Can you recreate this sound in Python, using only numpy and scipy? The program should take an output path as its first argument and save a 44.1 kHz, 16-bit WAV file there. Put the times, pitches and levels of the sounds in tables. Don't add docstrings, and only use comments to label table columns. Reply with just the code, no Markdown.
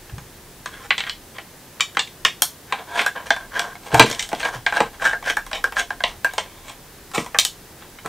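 import sys
import numpy as np
from scipy import signal
from scipy.fft import rfft, irfft
from scipy.io import wavfile
from scipy.ndimage import uniform_filter1d

SR = 44100
rng = np.random.default_rng(int(sys.argv[2]) if len(sys.argv) > 2 else 0)


def master(y):
    cut = np.clip(np.atleast_2d(y).T, -1, 1)
    pcm = np.round(cut * 32767)
    wavfile.write(sys.argv[1], SR, pcm.astype(np.int16))


N = 356328


def amp(db):
    return 10 ** (np.asarray(db) / 20)


def evened(x):
    return x / np.sqrt(np.mean(x ** 2) + 1e-20)


def read(points, hz):
    f, value = np.transpose(points)
    return np.interp(np.log(hz + 1), np.log(f + 1), value)


def add(mix, start_s, sound):
    part = mix[round(start_s * SR):][:len(sound)]
    part += sound[:len(part)]


def coloured(spectrum):
    gain = amp(read(spectrum, np.fft.rfftfreq(N, 1 / SR)))
    return evened(irfft(rfft(rng.standard_normal(N)) * gain, N))


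# [f/Hz, relative density/dB per Hz]
AIR_SPECTRUM = [(12, -35), (20, -11), (70, -3.5), (103, -0.5), (298, -5.5), (343, -3.5), (669, -10.5),
                (835, -9.5), (1380, -14), (1720, -11.5), (2280, -16), (15600, -21)]
AIR_RMS_DB = -44.5


def air():
    return amp(AIR_RMS_DB) * coloured(AIR_SPECTRUM)


# [f/Hz, relative density/dB per Hz]
HISS_SPECTRUM = [(12, -38), (20, -4), (213, -5), (245, -4.5), (582, -4.5), (790, -9), (2550, -8),
                 (15600, -3)]
HISS_RMS_DB = -50


def hiss():
    return amp(HISS_RMS_DB) * coloured(HISS_SPECTRUM) * [[1], [-1]]


# [t/s, rms level/dB]
RUMBLE_LEVEL = [(0.0, -54), (1.08, -52.5), (1.91, -78), (2.25, -52), (2.61, -66), (3.3, -52), (4.05, -52),
                (5.24, -48.5), (6.1, -46), (6.62, -56), (7.3, -53), (8.08, -58)]


def rumble():
    t_s, level_db = np.transpose(RUMBLE_LEVEL)
    level = amp(np.interp(np.arange(N) / SR, t_s, level_db))
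    return level * coloured([(12, -30), (30, 0), (55, -10), (90, -15), (300, -70)])


FIRM_GRIP_DB = {"shell": [-2, -6, -3, -4, -7, 0.5, 4], "cavity": [2, -6, 2.5]}
TWISTING_START_S, TWISTING_END_S = 2.6, 7.0


def held(t_s):
    firm = not TWISTING_START_S < t_s < TWISTING_END_S
    shell = amp(firm * np.array(FIRM_GRIP_DB["shell"]))
    cavity = amp(firm * np.array(FIRM_GRIP_DB["cavity"]))
    return [1, shell, cavity, 1, 1, 1, 1]


def rings(modes):
    hz, db, t60_s = np.transpose(modes)[:, :, None]
    t = np.arange(0, t60_s.max(), 1 / SR)
    low_cut = signal.butter(2, .7 * hz.min(), "high", fs=SR, output="sos")
    sign = (-1) ** np.arange(len(modes))[:, None]
    decaying = sign * amp(db - 60 * t / t60_s) * np.sin(2 * np.pi * hz * t)
    return signal.sosfilt(low_cut, decaying)


# [f/Hz, relative level/dB, t60/s]
MAT_MODES = [(223, -3.5, 0.036), (312.6, -3, 0.05), (457.4, 0, 0.049)]
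SHELL_MODES = [(500.4, -5, 0.033), (694.6, -2, 0.068), (729, -5, 0.073), (823, 3.5, 0.031), (952, 0, 0.044),
               (1042, 5, 0.025), (1361, -3, 0.023)]
CAVITY_MODES = [(1440, -6, .018), (1600, 0, .038), (1770, -7, .016)]
WALL_MODES = [(1926, 1.5, 0.014), (2140, -2.5, 0.029), (2242, 3, 0.017), (2746, 3, 0.0069)]
RIB_MODES = [(3030, -3.5, 0.023), (3288, 0.5, 0.013), (3654, -5, 0.018), (3908, -3, 0.011),
             (4800, -2.5, 0.0032)]
SHAFT_MODES = [(5500, 4, 0.0026), (6455, -9, 0.015), (6856, -7.5, 0.0094), (8050, 4.5, 0.0018),
               (8980, -4.5, 0.0036)]
TIP_MODES = [(9540, 5.5, 0.001), (12100, -6, 0.0027), (12700, -9, 0.004), (14600, -8.5, 0.0028)]
PARTS = (MAT_MODES, SHELL_MODES, CAVITY_MODES, WALL_MODES, RIB_MODES, SHAFT_MODES, TIP_MODES)
BLOW_EVENTS = [(0.096, -44.5, 11, -39, 0.5), (0.182, -31.5, -1, -34.5, 2), (0.659, -21.5, 2.5, -23.5, 2.1),
               (0.906, -14.5, 5, -5, 0.44), (0.98, -25.5, -4, -13.5, 1.1), (1.005, -25, 3, -14.5, 1),
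               (1.038, -34, 5, -18, 0.3), (1.066, -46, 12, -22, 0.3), (1.096, -35, 7, -13.5, 0.96),
               (1.384, -29.5, 0, -24, 0.4), (1.799, -27, 0, -23, .2), (1.807, -18, 0, -4.5, 1.36),
               (1.949, -43, 12, -33, 2), (1.97, -11, 3.5, -13, 0.65), (1.993, -18, -7, -7, 1.3),
               (2.074, -45, -4, -32, 1.3), (2.25, -11, -0.5, -2.5, 1.42), (2.421, -15.5, 4, 5.5, 3),
               (2.724, -11.5, -7, -15, 0.3), (2.993, -14, 2, -7.5, 0), (3.017, -20.5, -6, -19.5, 2.8),
               (3.063, -16, 10.5, -12.5, 2.53), (3.305, -9.5, 8.5, -10.5, 1.4), (3.364, -22, 0.5, -31, 3),
               (3.594, -18.5, 4, -10, 2.1), (3.754, -27.5, -7, -37, 1), (3.944, -5, -8.5, -12, 2.9),
               (3.996, 9.5, -9.5, 1.5, 1.1), (4.025, -19, 9, -13.5, 1.8), (4.1, -28, 5, -19, 2.5),
               (4.113, -22, -9, -14.5, 2.15), (4.127, -28, -5, -20, 1.6), (4.148, -42, -5, -22, 1.6),
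               (4.194, -49, -5, -12, 1.55), (4.226, -37, 2, -18, 1.7), (4.29, -34.5, 0, -24, 2.5),
               (4.317, -24, -7, -31, -1), (4.33, -13, -27, -39, .4), (4.349, -37, 1, -25, 1.5),
               (4.404, -29, -3, -15, -0.54), (4.43, -34, 19, -20, 0.7), (4.451, -15, -5, -19.5, 1),
               (4.664, -13.5, 7, -10, 0.9), (4.699, -36, 12, -30, 1.5), (4.724, -15.5, 3, -5, -1.57),
               (4.777, -15, -9, -23, 0), (4.804, -4, -9, -29, 4), (5.022, -18, -3, -30, -3),
               (5.132, -17.5, 8, -21, -0.9), (5.226, -26, -13, -40, 4), (5.272, -20, 8, -26, 0),
               (5.369, -17, 10, -17.5, 3), (5.465, -30.5, -3, -27, 3), (5.514, -24, -1, -30, 2.5),
               (5.531, -20, -8, -16.5, 1.1), (5.641, -14.5, 11, -17, 2.5), (5.723, -23.5, -6, -30.5, 3),
               (5.767, -19, 10, -27, 1), (5.905, -20, 8.5, -31, 2), (6.005, -22.5, 6.5, -34, 0.5),
               (6.038, -10.5, -20, -7, 0.86), (6.246, -12.5, 8.5, -18.5, 3), (6.336, -28, -5, -22.5, 3),
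               (6.381, -9.5, -11, -14, 1.5), (6.459, -36, -6, -34, -1.5), (7.115, -36.5, 3, -33, 2.3),
               (7.179, -13.5, -25, -19, 0.5), (7.262, -25, -15, -31, 3), (7.346, -17, 4, -13, -1.1),
               (7.387, -16.5, -4, 1, 1.8), (7.397, -32, -6, -5.5, 2.6), (7.45, -29, 3, -4.5, 2.5),
               (7.987, -39.5, 7, -35, .6), (8.06, -20, -4, -26.5, 3)]
KNOCK_SHARE_DB = [-19.5, -1, -2.5, -6, -13.5, -13, -24.5]
SNAP_SHARE_DB = [0.5, 0, 0, -1.5]
FALL_BELOW_DB, FALL_ABOVE_DB = 2.5, 9
CONTACT_MS = 1.25
TRAIL_DB, TRAIL_T60_S = -15.5, 0.11
DETUNE = .03


def blow_force(rattle):
    t = np.arange(len(rattle)) / SR
    u = t / (CONTACT_MS / 1000)
    force = rattle * u * np.exp(-u)
    force[np.argmax(u > .6)] += 1.1 * np.linalg.norm(force)
    trail = (1 - np.exp(-u)) * amp(TRAIL_DB - 60 * t / TRAIL_T60_S)
    return force + rattle[::-1] * trail


def blows():
    out = np.zeros(N)
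    step = np.arange(4)
    for t_s, knock_db, cavity_db, snap_db, bite in BLOW_EVENTS:
        force = blow_force(rng.standard_normal(4000))
        place, bend = rng.standard_normal((2, 8))
        share = amp(1.8 * place)
        knock_part_db = knock_db + np.array(KNOCK_SHARE_DB)
        knock_part_db[2] += cavity_db
        fall_db = np.where(step < bite, FALL_BELOW_DB, FALL_ABOVE_DB) * (step - bite) ** 2
        snap = amp(snap_db + np.array(SNAP_SHARE_DB) - fall_db)
        gains = np.hypot(amp(knock_part_db), np.r_[0, 0, 0, snap])
        for gain, part, weight in zip(gains, PARTS, held(t_s)):
            bent = np.array(part, dtype=float)
            if part is not CAVITY_MODES:
                bent[:, 0] *= 1 + DETUNE * bend[:len(part)]
            ring = signal.fftconvolve(weight * share[:len(part)] @ rings(bent), force)
            add(out, t_s - .0008, gain * ring / abs(ring).max())
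    return out


# [f/Hz, t60/s]
ROOM_DECAY = [(150, 0.35), (500, 0.14), (1500, 0.14), (4000, 0.22), (9000, 0.19), (15000, 0.21)]
ROOM_DB = -8


def room_tail():
    taps = np.zeros(SR // 2)
    at = np.arange(260, SR // 2 - 16, 16)
    taps[at + rng.integers(0, 16, len(at))] = rng.choice([-1., 1.], len(at))
    hz, t, bands = signal.stft(taps, SR, nperseg=128)
    decay = amp(-60 * t / read(ROOM_DECAY, hz)[:, None])
    tail = signal.istft(bands * decay, SR, nperseg=128)[1]
    return tail / np.linalg.norm(tail)


def room(work):
    out = np.zeros(N)
    turn = 2 * np.pi * 1.7 * np.arange(N) / SR
    for k in range(3):
        window = np.sqrt(2 / 3) * np.cos(turn + k * np.pi / 3)
        out += signal.oaconvolve(work * window, room_tail())[:N]
    return amp(ROOM_DB) * out


# [f/Hz, relative level/dB, t60/s]
BENCH_MODES = [(72.5, -12, 0.083), (120.5, -3, 0.12), (169, 1.5, 0.047)]
# [t/s, bench peak level/dB, push/ms, mat peak level/dB]
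THUMP_EVENTS = [(0.122, -23, 12, -48), (0.177, -30, 3.2, -43), (3.93, -13.5, 6.9, -12), (3.991, -12, 4, -1),
                (4.039, -32, 4, -9.5), (4.1, -32.5, 7.4, -26), (4.326, -47, 3.5, -20.5),
                (4.55, -30, 7.3, -36), (4.804, -31, 3.05, -14.5), (5.056, -39, 8.4, -42),
                (7.175, -25.5, 3.3, -13.5), (7.198, -41, 5.4, -23), (8.05, -40, 4, -25.5)]
MAT_PUSH_MS = 1.27


def push(ms):
    return np.hanning(round(ms * SR / 1000))


def thumps():
    out = np.zeros(N)
    bench = rings(BENCH_MODES).sum(0)
    mat = signal.fftconvolve(rings(MAT_MODES).sum(0), push(MAT_PUSH_MS))
    for t_s, bench_db, push_ms, mat_db in THUMP_EVENTS:
        ring = signal.fftconvolve(bench, push(push_ms))
        add(out, t_s, amp(bench_db) * ring / abs(ring).max())
        add(out, t_s + push_ms / 1000, amp(mat_db) * mat / abs(mat).max())
    return out


# [start t/s, peak t/s, end t/s, shell drive level/dB,
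#  then over the shell, before part offsets: cavity/dB, walls and ribs/dB, shaft and tip/dB]
RUB_STROKES = [(0.7, 0.73, 0.86, -47.5, 6.5, 4.5, -8), (0.77, 0.875, 0.87, -39, -3, -4, -7.5),
               (0.97, 0.996, 1.02, -37, 3, 10, -2), (1.025, 1.084, 1.11, -38, 2, 2, -11),
               (1.34, 1.374, 1.37, -38, -6, 3, -14), (2.662, 2.725, 2.8, -42.5, 5.5, -3, -17),
               (2.747, 2.793, 2.86, -35, -3.5, -6, -22), (2.863, 2.957, 3.01, -28, -0.5, -5.5, -15),
               (2.948, 2.997, 3.1, -25, 1, 3.5, -9), (3.145, 3.157, 3.29, -32, 0.5, -6.5, -23),
               (3.243, 3.262, 3.4, -48.5, 1, 5, 0), (3.382, 3.409, 3.5, -39.5, 1.5, -9, -23),
               (3.503, 3.566, 3.745, -30, 6, -2.5, -13), (3.583, 3.647, 3.74, -42, -15, -20, -10),
               (3.808, 3.884, 3.9, -35, -7, -4, -9), (3.9, 3.948, 3.97, -20.5, -2.5, -5.5, -15),
               (3.935, 3.986, 3.99, -18, -9, -12, -14), (4.052, 4.062, 4.26, -33.5, 0, 2.5, -2),
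               (4.166, 4.203, 4.38, -46, 0, 3, 9), (4.35, 4.401, 4.53, -35, -5, 1, -5.5),
               (4.423, 4.456, 4.57, -27.5, 1.5, -12, -13.5), (4.518, 4.547, 4.62, -35.5, -3, -2.5, -8.5),
               (4.727, 4.742, 4.89, -24.5, 4, -2.5, -12.5), (4.92, 4.944, 4.99, -41, -5, -5, -16),
               (4.991, 5.052, 5.167, -25, 9, -1, -6.5), (5.233, 5.301, 5.345, -27.5, 9.5, 5.5, -2),
               (5.536, 5.548, 5.62, -32, -12, 4, -5.5), (5.566, 5.586, 5.54, -40, -16, -8, -19),
               (5.635, 5.677, 5.68, -31, -3, -9, -19), (5.753, 5.796, 5.84, -24, 2, 3.5, -2),
               (5.92, 5.95, 5.94, -34, -11, -13, -24), (6.057, 6.08, 6.17, -37, -10, -1.5, -6),
               (6.26, 6.267, 7.04, -50, -7, 3, -13), (6.63, 6.698, 6.74, -39, -8, 1, -2.5),
               (6.787, 6.824, 6.58, -36, -4, 0.5, -6), (7.134, 7.151, 7.185, -20.5, -9.5, -0.5, -5),
               (7.154, 7.195, 7.3, -32.5, -12, -5, -3), (7.77, 7.826, 7.89, -47.5, -3, 0, -13),
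               (8.045, 8.052, 8.075, -31, -9, -12, -15)]
STROKE_START_DB, STROKE_END_DB = -17.5, -20
BRIGHTEN = 0.24
SLIPS_PER_S = 6000


def thread_slips():
    flutter = amp(2.04 * evened(uniform_filter1d(rng.standard_normal(N), 260)))
    size = amp(2.8 * np.minimum(rng.exponential(1, N), 4))
    happens = rng.random(N) < SLIPS_PER_S / SR
    return evened(flutter * rng.standard_normal(N) * size * happens)


def rubs():
    out = np.zeros(N)
    slips = thread_slips()
    part_rings = [rings(part) for part in PARTS]
    for start_s, peak_s, end_s, level_db, cavity_db, ribs_db, shaft_db in RUB_STROKES:
        place = rng.standard_normal(8)
        stroke = slips[round(start_s * SR):round(end_s * SR)]
        t = start_s + np.arange(len(stroke)) / SR
        pressure_db = np.interp(t, [start_s, peak_s, end_s], [STROKE_START_DB, 0, STROKE_END_DB])
        fade = signal.windows.tukey(len(stroke), .12)
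        stroke = stroke * fade * amp(level_db + pressure_db)
        shares_db = (-12.5, 0, cavity_db, ribs_db - 2.5, ribs_db - 3.5, shaft_db, shaft_db - 10.0)
        for k, (modes, share_db, weight) in enumerate(zip(part_rings, shares_db, held(start_s))):
            ring = weight * amp(2.5 * place[:len(modes)]) @ modes
            drive = stroke * amp(share_db + (k > 1) * BRIGHTEN * pressure_db)
            add(out, start_s, signal.fftconvolve(drive, ring / np.linalg.norm(ring)))
    return out


def scene():
    work = blows() + thumps() + rubs()
    return np.tile(work + room(work) + air() + rumble(), (2, 1))


EDGE_HZ = 15750


def record(dry):
    clipped = np.clip(dry + hiss(), -1, 1)
    band_limit = signal.firwin(511, EDGE_HZ, window=("kaiser", 9), fs=SR)
    return signal.oaconvolve(clipped, band_limit[None], "same")


dry = scene()
out = record(dry)
master(out)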